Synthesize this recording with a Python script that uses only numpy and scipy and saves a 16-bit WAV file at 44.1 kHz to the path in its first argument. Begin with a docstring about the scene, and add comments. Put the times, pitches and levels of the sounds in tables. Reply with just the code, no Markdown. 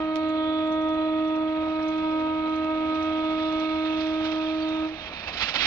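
"""A train horn holds one slowly rising note for almost five seconds, as a train bears down on a listener.
It is a harmonic series with fluttering partials; Doppler echoes slide to a lower pitch, two in turn.
Shaped noise makes the rumble, roar and ever louder song of the rails; resonances make whine and rail pings.
A small bird trills and chirps in gliding tones, and dry ticks snap and dull knocks thump as noise bursts.
Wheels crash over rail joints from four seconds on, most densely after the horn has stopped."""
import sys
import numpy as np
from scipy import signal
from scipy.fft import rfft, irfft, next_fast_len
from scipy.io import wavfile
from scipy.ndimage import uniform_filter1d

SR = 44100
rng = np.random.default_rng(int(sys.argv[2]) if len(sys.argv) > 2 else 0)


def dump(signal):
    """Clip the signal to [-1, 1] and save it as 16-bit WAV at the path in sys.argv[1]."""
    limited = np.clip(np.atleast_2d(signal).T, -1, 1)
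    pcm = np.round(limited * 32767).astype(np.int16)
    wavfile.write(sys.argv[1], SR, pcm)


N = 249689
TIME = np.arange(N) / SR

# the horn's note as heard from ahead, and its creep upwards
HORN_HZ, HORN_RISE_HZ_PER_S = 313.9, 0.25
# the air valve shuts
HORN_STOP_S, RELEASE_DB_PER_S = 4.852, 271.5
# from here the listener slips out of the horn's beam as the train draws level
OFF_AXIS_S = 3.4


def from_db(db):
    """Logarithmic level: decibels to amplitude gain."""
    return 10 ** (np.asarray(db) / 20)


def rms_one(x):
    """Normalisation: scale to unit mean power."""
    return x / np.sqrt(np.mean(x ** 2) + 1e-20)


def in_time(rows):
    """Linear interpolation: each column of a time curve at every sample."""
    s, *columns = np.transpose(rows)
    return [np.interp(TIME, s, column) for column in columns]


def at_hz(points, hz):
    """Logarithmic frequency scale: read a spectrum between its points."""
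    point_hz, value = np.transpose(points)
    return np.interp(np.log(np.maximum(hz, 1)), np.log(point_hz), value)


def drift(rate_hz):
    """Random modulation: low-passed noise of spread 1, made at every 40th sample and interpolated."""
    r = np.exp(-80 * np.pi * rate_hz / SR)
    white = rng.standard_normal(N // 40 + 2002)
    slow = signal.lfilter([1], [1, -2 * r, r * r], white)[2000:]    # drop the filter's start-up
    return np.interp(np.arange(N) / 40, np.arange(len(slow)), rms_one(slow))


def two_ports(scatter):
    """Partial coherence: white noise common to both ports, plus a scattered share of opposite sign."""
    common, apart = rng.standard_normal((2, N))
    return common + scatter * apart * np.array([[1], [-1]])


def noise(spectrum, scatter):
    """Spectral shaping: coloured stereo noise of rms 1, falling steeply above the last point."""
    size = next_fast_len(N)
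    hz = np.fft.rfftfreq(size, 1 / SR)
    gain = from_db(at_hz(spectrum, hz)) / (1 + (hz / spectrum[-1][0]) ** 40)
    return rms_one(irfft(rfft(two_ports(scatter), size) * gain, size)[:, :N])


def resonate(x, hz, width_hz):
    """Resonance: two poles ring at one frequency, more briefly the wider the band."""
    r = np.exp(-np.pi * width_hz / SR)
    return signal.lfilter([1 - r, 0, r - 1], [1, -2 * r * np.cos(2 * np.pi * hz / SR), r * r], x)


def resonate_twice(x, hz, width_hz):
    """Cascaded resonance: two equal resonators in series give a steep narrow band of rms 1."""
    return rms_one(resonate(resonate(x, hz, width_hz), hz, width_hz))


def burst(s, rise_s, fall_s):
    """Exponential growth and decay: an envelope that swells to 1 at time s and dies away."""
    age = np.where(TIME < s, (s - TIME) / rise_s, (TIME - s) / fall_s)
    return np.exp(-np.minimum(age, 30))


def after_stop(db_per_s, delay_s=0):
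    """Exponential decay: a linear fall in dB, once the horn's valve has shut and a delay is over."""
    return -db_per_s * np.maximum(TIME - HORN_STOP_S - delay_s, 0)


def wavering_phase(hz, waver_hz, rate_hz):
    """Frequency modulation: phase [rad] is the running sum of a randomly wavering frequency."""
    return 2 * np.pi * np.cumsum(hz + waver_hz * drift(rate_hz)) / SR


# horn partials: (multiple, level when far [dB], level when near [dB]), against the level of the group
HORN_PARTIALS = [(1, 0, -0.5), (2, 0.5, -0.5), (3, -3.5, -3.5), (4, 2, 2.5), (5, -15.5, -13.5),
                 (6, -12.5, -22), (7, -15.5, -10.5), (8, -18, -16.5), (9, -18, -6), (10, -4.5, -1),
                 (11, -1.5, 1), (12, -11.5, -2.5), (13, -16.5, -4), (14, -18, -15.5)]
# level of the horn's fundamental: (time [s], level [dB])
FUNDAMENTAL_LEVEL = [(0.0, -29), (0.15, -28), (1.2, -26), (1.81, -29), (1.89, -27), (3.88, -27.5),
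                     (4.84, -27)]
# level of its octave: (time [s], level [dB])
OCTAVE_LEVEL = [(0.0, -36), (0.81, -32.5), (1.89, -36), (1.93, -40.5), (2.25, -36.5), (2.52, -39.5),
                (2.64, -33), (2.92, -36.5), (3.41, -34), (3.81, -37), (4.52, -35), (4.84, -38.5)]
# level of its blare, partials 3-8: (time [s], level [dB])
BLARE_LEVEL = [(0.0, -37.5), (0.08, -41), (0.92, -38), (1.34, -40.5), (3.03, -37.5), (4.64, -45),
               (4.8, -43)]
# level of its brassy edge, partials 9 and up: (time [s], level [dB])
EDGE_LEVEL = [(0.0, -53.5), (0.409, -50), (1.87, -57), (2.7, -63.5), (2.83, -59), (2.939, -56.5),
              (3.34, -57), (3.55, -51.5), (4.0, -47.5)]
# moving air swells or fades single partials: (time [s], multiple, change [dB], half-length [s])
AIR_SWELLS = [(.08, 11, -11, .22), (.15, 13, 7, .25), (.2, 7, 7, .22), (.2, 14, 5, .2), (.45, 5, 3, .25),
              (.42, 11, 3, .15), (.45, 10, 3, .12), (.7, 11, 2, .18), (2.2, 3, 2.5, .2), (4.55, 7, -3, .35),
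              (4.6, 11, -3, .3), (1.25, 11, 3, .4), (3.25, 11, 3, .25), (3.75, 11, -5, .15),
              (3.15, 3, -2, .5), (3.6, 14, -5, .4), (4.2, 6, 4, .45), (.7, 12, 4, .25), (1.2, 5, -7, .25),
              (1.35, 7, -6, .22), (1.4, 10, -12, .3), (1.8, 12, 6, .25), (1.95, 6, -10, .22),
              (2.5, 10, 4, .4), (3.35, 9, 7, .3), (3.7, 10, -9, .28), (3.7, 13, 2, .2), (4.2, 13, -4, .3),
              (4.1, 12, -3, .35), (3.85, 7, 3, .22), (4.4, 5, 4.5, .55)]


def horn(fade_db=1.88, flutter_db=0.9, wobble_hz=0.13, tremor_db=0.35, dispersion_rad=-0.1464,
         blur_rad_per_s=0.1, off_axis_db_per_s=7.5, late_s=0.092, late_share=0.34, late_db_per_s=240):
    """Harmonic series of a driven diaphragm: moving air makes the high partials fade and flutter most."""
    phase = wavering_phase(HORN_HZ + HORN_RISE_HZ_PER_S * TIME, wobble_hz, 14)
    shut_db = after_stop(RELEASE_DB_PER_S)
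    off_axis_s = np.maximum(TIME - OFF_AXIS_S, 0)

    # a reflection of the fundamental outlasts the direct sound
    direct = (1 - late_share) * from_db(shut_db)
    late = late_share * from_db(after_stop(late_db_per_s, late_s))
    fundamental_db = in_time(FUNDAMENTAL_LEVEL)[0] + 20 * np.log10(direct + late)
    octave_db = in_time(OCTAVE_LEVEL)[0] + shut_db
    blare_db = in_time(BLARE_LEVEL)[0] + shut_db
    edge_db = in_time(EDGE_LEVEL)[0] + shut_db - off_axis_db_per_s * off_axis_s
    groups = [fundamental_db, octave_db] + [blare_db] * 6 + [edge_db] * 6

    # the ground reflection recolours the note as the train nears
    near = np.interp(TIME, [1.2, 2.4], [0, 1])
    out = np.zeros(N)
    for (k, far_db, near_db), group_db in zip(HORN_PARTIALS, groups):
        air_db = k / 10 * (fade_db * drift(1.82) + flutter_db * drift(28))
        for s, multiple, swell_db, length_s in AIR_SWELLS:
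            if multiple == k:
                air_db = air_db + swell_db * np.exp(-((TIME - s) / length_s) ** 2)
        # off the beam, the high partials arrive scattered
        blur = blur_rad_per_s * (k - 1) * off_axis_s * drift(30)
        # the flare spreads each pulse out in time
        partial = np.cos(k * phase + dispersion_rad * k ** 2 + blur)
        level_db = group_db + far_db + (near_db - far_db) * near + air_db
        out += from_db(level_db) * partial
    return np.sqrt(2) * out * from_db(tremor_db * drift(38))


def horn_tail(level_db=-65.5, width_hz=7, fall_db_per_s=12):
    """Diffuse scattering off buildings and trees: narrow noise blurs the low partials and lingers."""
    drive = two_ports(scatter=0.32)
    blur = sum(resonate_twice(drive, k * HORN_HZ, width_hz) for k in range(1, 5))
    return blur * from_db(level_db + after_stop(fall_db_per_s))


def far_echo(level_db=-55, tilt_db=-1.53, flicker_db=3.0, waver_hz=3.504, hold_s=0.3, fall_db_per_s=70):
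    """Distant reflection: wavering low partials are still heard for a moment once the horn has shut."""
    phase = wavering_phase(HORN_HZ, waver_hz, 14.92)
    tone = 0
    for k in range(1, 5):
        tone = tone + from_db(tilt_db * (k - 1.5) + flicker_db * drift(6.1)) * np.sin(k * phase)
    return np.sqrt(2) * tone * from_db(level_db + after_stop(fall_db_per_s, hold_s))


# level of the locomotive's whine: (time [s], level [dB])
MOTOR_LEVEL = [(0, -53), (.6, -57), (2.2, -57), (2.7, -55), (3.25, -52.5), (3.6, -61), (4.6, -60),
               (5.1, -76)]


def motor(hz=727, waver_hz=2, flicker_db=2):
    """Pure tone with random modulation: a faint wavering locomotive whine above the horn's octave."""
    phase = wavering_phase(hz, waver_hz, 7.7)
    return np.sqrt(2) * from_db(in_time(MOTOR_LEVEL)[0] + flicker_db * drift(3.7)) * np.sin(phase)


def hum(hz=166, level_db=-56, low_hz=81, low_db=-60.5, waver_hz=1.3, flicker_db=1.3, fade_db_per_s=3):
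    """Tonal machinery drone: two wavering notes of the locomotive fade as it draws level."""
    out = 0
    for pitch_hz, db in ((hz, level_db), (low_hz, low_db)):
        phase = wavering_phase(pitch_hz, waver_hz, 11)
        out = out + np.sqrt(2) * from_db(db + flicker_db * drift(2.5)) * np.sin(phase)
    return out * from_db(-fade_db_per_s * np.maximum(TIME - OFF_AXIS_S, 0))


# what the wheels feed into the rail modes: (frequency [Hz], density [dB per Hz])
WHEEL_FORCE_SPECTRUM = [(1500, -5), (2500, 0), (4000, 0), (5500, -10), (7000, -21.5)]
# ringing modes of the rails: (frequency [Hz], width [Hz], level against the rail song [dB])
RINGING_MODES = [(2420, 72, -17), (2624, 37, -13), (3213, 37, -17), (3900, 44, -19.5)]


def rail_ring(flicker_db=4.0):
    """Modal excitation: rough steel rolling on steel rings the rail modes, each swelling on its own."""
    drive = noise(WHEEL_FORCE_SPECTRUM, scatter=0.26)
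    out = 0
    for hz, width_hz, db in RINGING_MODES:
        out = out + from_db(db + flicker_db * drift(6.1)) * rms_one(resonate(drive, hz, width_hz))
    return out


# bright part of the rail song, which only carries at short range: (frequency [Hz], density [dB per Hz])
SIZZLE_SPECTRUM = [(900, -26.5), (1550, 1), (2300, -12.5), (3500, 3), (4300, 6.5), (5000, 0.5), (5900, -5),
                   (6700, -31.5), (7400, -42.5)]


def sizzle(patchy_db=2, count=4):
    """Band-wise modulation: the bright hiss of the rails, in bands that swell and fade on their own."""
    size = next_fast_len(N)
    edges_hz = np.geomspace(2800, 7400, count + 1)
    spectrum = rfft(noise(SIZZLE_SPECTRUM, scatter=0.23), size)
    # the outer bands take in all that lies beyond them
    band = np.searchsorted(edges_hz[1:-1], np.fft.rfftfreq(size, 1 / SR))
    out = 0
    for k in range(count):
        out = out + irfft(spectrum * (band == k), size)[:, :N] * from_db(patchy_db * drift(4.2))
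    return out


# nearness of the train, as the level of the singing rails: (time [s], level [dB])
APPROACH_LEVEL = [(0.0, -49.5), (0.99, -49.5), (1.51, -49), (1.91, -49), (4.08, -46), (4.68, -46),
                  (5.26, -44.5), (5.45, -42), (5.53, -43.5), (5.6, -39), (5.66, -35.5)]
# low rolling rumble, also shaken by the joints: (frequency [Hz], density [dB per Hz])
RUMBLE_SPECTRUM = [(20, -27.5), (35, -12), (46, -13.5), (62, -10), (82, -8), (102, -18.5), (135, -21),
                   (200, -23)]
# wheel roar: (frequency [Hz], density [dB per Hz])
ROAR_SPECTRUM = [(120, -24.5), (200, 3.5), (280, 3.5), (410, -5), (520, 0), (650, 4.5), (800, 1.5),
                 (1000, -1.5), (1350, -0.5), (1700, -18), (2400, -6), (4000, -32.5)]
# song of the rails: (frequency [Hz], density [dB per Hz])
RAIL_SPECTRUM = [(1200, -8), (1700, 0), (2100, -1), (2550, 5), (3000, -3.5), (3800, -4.5), (4400, -11),
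                 (5000, -19.5), (5800, -22.5), (7200, -38)]
# level of the rails' bright hiss against their song: (time [s], level [dB])
HISS_LEVEL = [(0, -18.5), (.9, -24.5), (1.15, -28.5), (1.55, -28), (1.7, -13.5), (2.7, -18), (3.7, -9),
              (4.4, -10), (5.0, -13), (5.6, -12.5)]


def rolling(rattle_db=1.5, roar_flicker_db=2.0, roar_drop_db=1.0):
    """Rolling contact noise: rumble, roar and rail song grow and brighten; the roar thins at horn stop."""
    near_db, = in_time(APPROACH_LEVEL)
    swing_db = near_db - near_db.mean()
    # level at mid distance [dB], then the share of the approach's swing that it follows
    rumble_db = -51 + 0.27 * swing_db
    roar_db = -46 + 0.74 * swing_db
    song_db = -45.5 + 1.56 * swing_db

    rumble = from_db(rumble_db) * noise(RUMBLE_SPECTRUM, scatter=0.17)
    # the horn's air no longer adds to the roar
    air_stop_db = np.maximum(after_stop(RELEASE_DB_PER_S), -roar_drop_db)
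    roar_gain = from_db(roar_db + roar_flicker_db * drift(23) + air_stop_db)
    roar = roar_gain * noise(ROAR_SPECTRUM, scatter=0.071)
    hiss = from_db(in_time(HISS_LEVEL)[0]) * sizzle()
    rails = 0.88 * noise(RAIL_SPECTRUM, scatter=0.31) + rail_ring() + hiss
    song = from_db(song_db + rattle_db * drift(27)) * rails
    return rumble + roar + song


def whine(hz=3655, width_hz=22, level_db=-53, full_s=3.6, swell_db_per_s=16, fade_db_per_s=1.4):
    """Narrow-band resonance: one wheel mode swells above the rolling noise, then slowly sinks into it."""
    before_s = np.maximum(full_s - TIME, 0)
    after_s = np.maximum(TIME - full_s, 0)
    envelope = from_db(level_db - swell_db_per_s * before_s - fade_db_per_s * after_s)
    return envelope * resonate_twice(two_ports(scatter=0.27), hz, width_hz)


# faint hiss of open air: (frequency [Hz], density [dB per Hz])
AIR_SPECTRUM = [(100, -11.5), (3000, 7), (7000, 3), (14000, 0)]


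def open_air(level_db=-82.5):
    """Stationary background noise: a faint, widely scattered hiss."""
    return from_db(level_db) * noise(AIR_SPECTRUM, scatter=1.0)


def note(s, start_hz, end_hz, db, half_s=0.0052):
    """Frequency glide under a Gaussian envelope: one quick bird whistle."""
    out = np.zeros(N)
    near = np.abs(TIME - s) < 4 * half_s
    age = (TIME[near] - s) / half_s
    hz = start_hz + (end_hz - start_hz) * (1 + np.tanh(age / 2)) / 2
    out[near] = from_db(db) * np.exp(-age ** 2 / 2) * np.sin(2 * np.pi * np.cumsum(hz) / SR)
    return out


def chirp(s, top_hz, depth_hz, db, half_s=0.0091, rasp=0.038, low_hz=4130, low_db=3, octave_db=-25.5):
    """Two-voiced frequency modulation: a raspy whistle flicks up and down over a lower second voice."""
    out = np.zeros(N)
    near = np.abs(TIME - s) < 2 * half_s
    age = (TIME[near] - s) / half_s
    dip = 1 - np.exp(-(2 * age) ** 2)
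    smooth = rms_one(uniform_filter1d(rng.standard_normal(SR // 10), size=40))
    shake = 1 + rasp * np.resize(smooth, len(age))
    high = 2 * np.pi * np.cumsum((top_hz - depth_hz * dip) * shake) / SR
    low = 2 * np.pi * np.cumsum(low_hz * shake) / SR
    low_voice = np.sin(low) + from_db(octave_db) * np.sin(2 * low)
    voices = np.sin(high) + from_db(low_db) * low_voice
    out[near] = from_db(db) * np.exp(-age ** 4) * voices
    return out


def foliage(x, wet_db=-5, fall_s=0.018):
    """Diffuse scattering: leaves and ballast blur a call briefly, differently at each port."""
    scatter = rng.standard_normal((2, SR // 8)) * np.exp(-TIME[:SR // 8] / fall_s)
    scatter = scatter / np.sqrt(np.sum(scatter ** 2, axis=1, keepdims=True))
    return x + from_db(wet_db) * signal.fftconvolve(x[None], scatter)[:, :N]


# bird trills: (time of the last note [s], level [dB], time between notes [s])
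BIRD_TRILLS = [(.38, -50.5, .037), (1.096, -48, .0372), (1.835, -47.5, .037), (2.54, -49, .038),
               (3.25, -51, .036)]
# chirps arching up in pitch and down: (time [s], top [Hz], depth of the arch [Hz], level [dB])
BIRD_CHIRPS = [(.293, 7000, 1070, -65.5), (.675, 7350, 302, -70), (.725, 6400, 1010, -61),
               (.82, 5900, 400, -65.5), (.89, 5900, 1800, -62), (.937, 6300, 150, -69),
               (1.28, 5800, 250, -67), (1.362, 5800, 713, -63.5), (1.829, 5900, 1310, -58),
               (1.885, 6650, 1690, -56), (1.98, 6660, 1500, -64), (2.497, 5870, 1810, -64),
               (2.562, 6250, 2090, -59.5), (2.951, 5970, 1880, -60.5), (3.03, 6200, 2130, -55),
               (3.525, 5950, 1710, -58.5), (3.6, 6070, 2020, -55), (4.071, 6000, 1550, -55),
               (4.69, 6180, 2110, -57)]


def bird(low_hz=3760, high_hz=3960, glide_hz=110, uneven_db=2.5, swell_db=0.8, count=9):
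    """Frequency-modulated calls: trills of falling notes swell and step up halfway; sharp chirps join."""
    pitches = np.interp(np.arange(count), [3, 5], [high_hz, low_hz])    # counted back from the last note
    trills = 0
    for s, db, gap_s in BIRD_TRILLS:
        for k, hz in enumerate(pitches):
            note_db = db - swell_db * k + uneven_db * rng.standard_normal()
            trills = trills + note(s - k * gap_s, hz + glide_hz, hz - glide_hz, note_db)
    chirps = sum(chirp(*row) for row in BIRD_CHIRPS)
    return (trills + foliage(chirps)) * from_db([[3], [0]])    # left, right


# sharp ticks close by, the first with a small bounce: (time [s], level [dB], fall [s])
TICK_TIMES = [(.158, -31, .0016), (.1665, -43, .002), (2.645, -45.5, .0025)]
# colour of the ticks: (frequency [Hz], density [dB per Hz])
TICK_SPECTRUM = [(800, -3), (2000, 1), (4800, -4.5), (6000, -10), (8000, -21), (12000, -26), (14500, -47.5)]


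def tick(tail_db=-21, tail_s=0.027):
    """Impulsive noise: dry snaps with a short tail, close by on the right."""
    envelope = 0
    for s, db, fall_s in TICK_TIMES:
        snap = burst(s, 0.00054, fall_s)
        tail = from_db(tail_db) * burst(s, 0.0004, tail_s)
        envelope = envelope + from_db(db) * (snap + tail)
    return envelope * noise(TICK_SPECTRUM, scatter=0.96) * from_db([[-7], [0]])    # left, right


# the train passes reflectors of its horn: (time of passing [s], level [dB], fall [s], octave level [dB])
PASSED_REFLECTORS = [(0.231, -46.5, 0.89, -6), (2.06, -48.5, 1.2, -3.5)]


def echo(leaving_hz=269.2, glide_s=0.1, peak_after_s=0.091, rise_s=0.49, waver_hz=1.0, flicker_db=3,
         blur_hz=9, release_db_per_s=60):
    """Doppler effect: the train nears, then leaves a reflector, so its echo slides down, blurred midway."""
    out = 0
    for s, db, fall_s, octave_db in PASSED_REFLECTORS:
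        past = (1 + np.tanh((TIME - s) / glide_s)) / 2
        spread_hz = waver_hz + blur_hz * 4 * past * (1 - past)
        phase = wavering_phase(HORN_HZ + (leaving_hz - HORN_HZ) * past, spread_hz, 16)
        tone = from_db(flicker_db * drift(4.5)) * np.sin(phase)
        octave = from_db(octave_db + flicker_db * drift(7)) * np.sin(2 * phase)
        out = out + from_db(db) * burst(s + peak_after_s, rise_s, fall_s) * (tone + octave)
    return np.sqrt(2) * out * from_db(after_stop(release_db_per_s))


# dull knocks, the late ones thumping as wheels crash over the joints: (time [s], level before dulling [dB],
# fall [s], dulled above [Hz])
DULL_KNOCKS = [(1.630, -38.5, .012, 1150), (1.672, -38.5, 0.033, 800), (1.798, -40.5, .013, 2100),
               (4.835, -36.5, 0.027, 900), (5.284, -33, .012, 1300), (5.427, -29, 0.0034, 1200),
               (5.484, -35, .01, 1200), (5.555, -30.5, 0.011, 1300), (5.604, -33, 0.0088, 1197)]
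# colour of the knocks before dulling: (frequency [Hz], density [dB per Hz])
KNOCK_SPECTRUM = [(250, -22), (650, 1.5), (1250, -3.5), (1700, 0), (3500, -16.5)]


def knocks(rise_s=0.013):
    """Low-pass filtered impact: dull thumps, the last with wheels on joints, each dulled by its own distance."""
    body = noise(KNOCK_SPECTRUM, scatter=0.27)
    out = 0
    for s, db, fall_s, dull_hz in DULL_KNOCKS:
        dulled = signal.sosfilt(signal.butter(2, dull_hz, fs=SR, output="sos"), body)
        out = out + from_db(db) * burst(s, rise_s, fall_s) * dulled
    return out


# rail modes pinging as wheels strike: (time [s], frequency [Hz], level [dB], fall [s])
RAIL_PINGS = [(3.9, 2640, -45.5, .08), (4.405, 2580, -40, 0.014), (4.462, 3240, -44, 0.03),
              (4.622, 4500, -46, .025), (4.72, 3770, -51, .02), (5.277, 2610, -35, 0.021),
              (5.43, 2660, -27, 0.02), (5.613, 3300, -31, 0.021), (5.631, 3830, -29, 0.014)]


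def pings(rise_s=0.0073, width_hz=150):
    """Guided wave: a struck rail carries one mode far ahead of the wheels, as a short rough ring."""
    drive = two_ports(scatter=0.71)
    out = 0
    for s, hz, db, fall_s in RAIL_PINGS:
        out = out + from_db(db) * burst(s, rise_s, fall_s) * resonate_twice(drive, hz, width_hz)
    return out


# wheels over joints: (time [s], level of the blow [dB], rise [s], fall [s])
JOINT_BLOWS = [(4.008, -35.5, 0.0046, 0.029), (4.255, -32.5, 0.013, 0.022), (4.32, -36, .006, 0.021),
               (5.284, -32.5, 0.011, 0.02), (5.339, -34, 0.01, 0.039), (5.374, -31.5, 0.0063, 0.044),
               (5.410, -26.5, 0.01, 0.014), (5.425, -23, 0.0083, 0.033), (5.490, -27, .012, 0.03),
               (5.544, -26.5, 0.0047, 0.01), (5.561, -22, 0.0083, 0.010), (5.609, -25, 0.023, .015),
               (5.624, -24, 0.0062, 0.028), (5.657, -20, .009, .02)]
# colour of the crash: (frequency [Hz], density [dB per Hz])
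CRASH_SPECTRUM = [(150, -24), (240, -1), (400, -14.5), (560, -16), (760, -6.5), (950, -12.5), (1350, 2.5),
                  (1550, -4.5), (2100, 0.5), (2800, -0.5), (4000, 0), (5400, -8.5), (6500, -26),
                  (7400, -27.5)]


def joints(rattle_db=-0.5, crash_db=-2.5, ring_db=-3, thump_db=-21.0):
    """Impact excitation: axles slam over rail gaps, a rattling crash that rings rails and shakes ground."""
    power = sum((from_db(db) * burst(s, rise_s, fall_s)) ** 2 for s, db, rise_s, fall_s in JOINT_BLOWS)
    force = np.sqrt(power)
    struck = noise(CRASH_SPECTRUM, scatter=0.19) + from_db(ring_db) * rail_ring()
    crash = from_db(rattle_db * drift(130) + crash_db) * struck
    thump = from_db(thump_db) * noise(RUMBLE_SPECTRUM, scatter=0.098)
    return force * (crash + thump)


def scene():
    """Superposition: train, bird, ticks and open air add up, eased in and out over 3 ms."""
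    blast = horn() + horn_tail() + far_echo() + echo()
    running = motor() + hum() + rolling() + whine() + knocks() + pings() + joints()
    ease = np.clip(np.minimum(TIME, TIME[-1] - TIME) / 0.003, 0, 1)
    return (blast + running + open_air() + bird() + tick()) * np.sin(np.pi / 2 * ease) ** 2


# the two microphone ports: (frequency [Hz], left minus right [dB])
PORT_LEVELS = [(60, -3), (320, -3.5), (480, 6), (630, -1), (740, -5), (850, -7.5), (950, 9), (1050, 4.5),
               (1260, -4.5), (1520, -1.5), (1700, -7.5), (1900, -8.5), (2550, -18), (3100, -18.5),
               (3700, -12), (5300, -21.5), (6300, -10.5), (7300, 2.5), (9000, -3)]
# lead of the left port: (frequency [Hz], phase [rad])
PORT_LEAD = [(20, 0), (315, 0.5), (630, 0.25), (930, 1.92), (1260, 0.33), (1850, 1.46), (2500, 1),
             (3400, 4), (4400, 5), (7000, 12)]


def record(dry, cutoff_hz=15100):
    """Interchannel level and phase difference: two unequal microphone ports; the top is cut."""
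    size = next_fast_len(N + SR // 10)
    hz = np.fft.rfftfreq(size, 1 / SR)
    left = from_db(at_hz(PORT_LEVELS, hz)) * np.exp(1j * at_hz(PORT_LEAD, hz))
    # the centre keeps its level, unless the ports nearly cancel
    centre = np.maximum(np.abs(1 + left) / 2, 0.35)
    ports = np.array([left, np.ones_like(left)]) / centre
    heard = irfft(rfft(dry, size) * ports, size)[:, :N]
    return signal.sosfilt(signal.cheby2(12, 70, cutoff_hz, fs=SR, output="sos"), heard)


dry = scene()
out = record(dry)
dump(out)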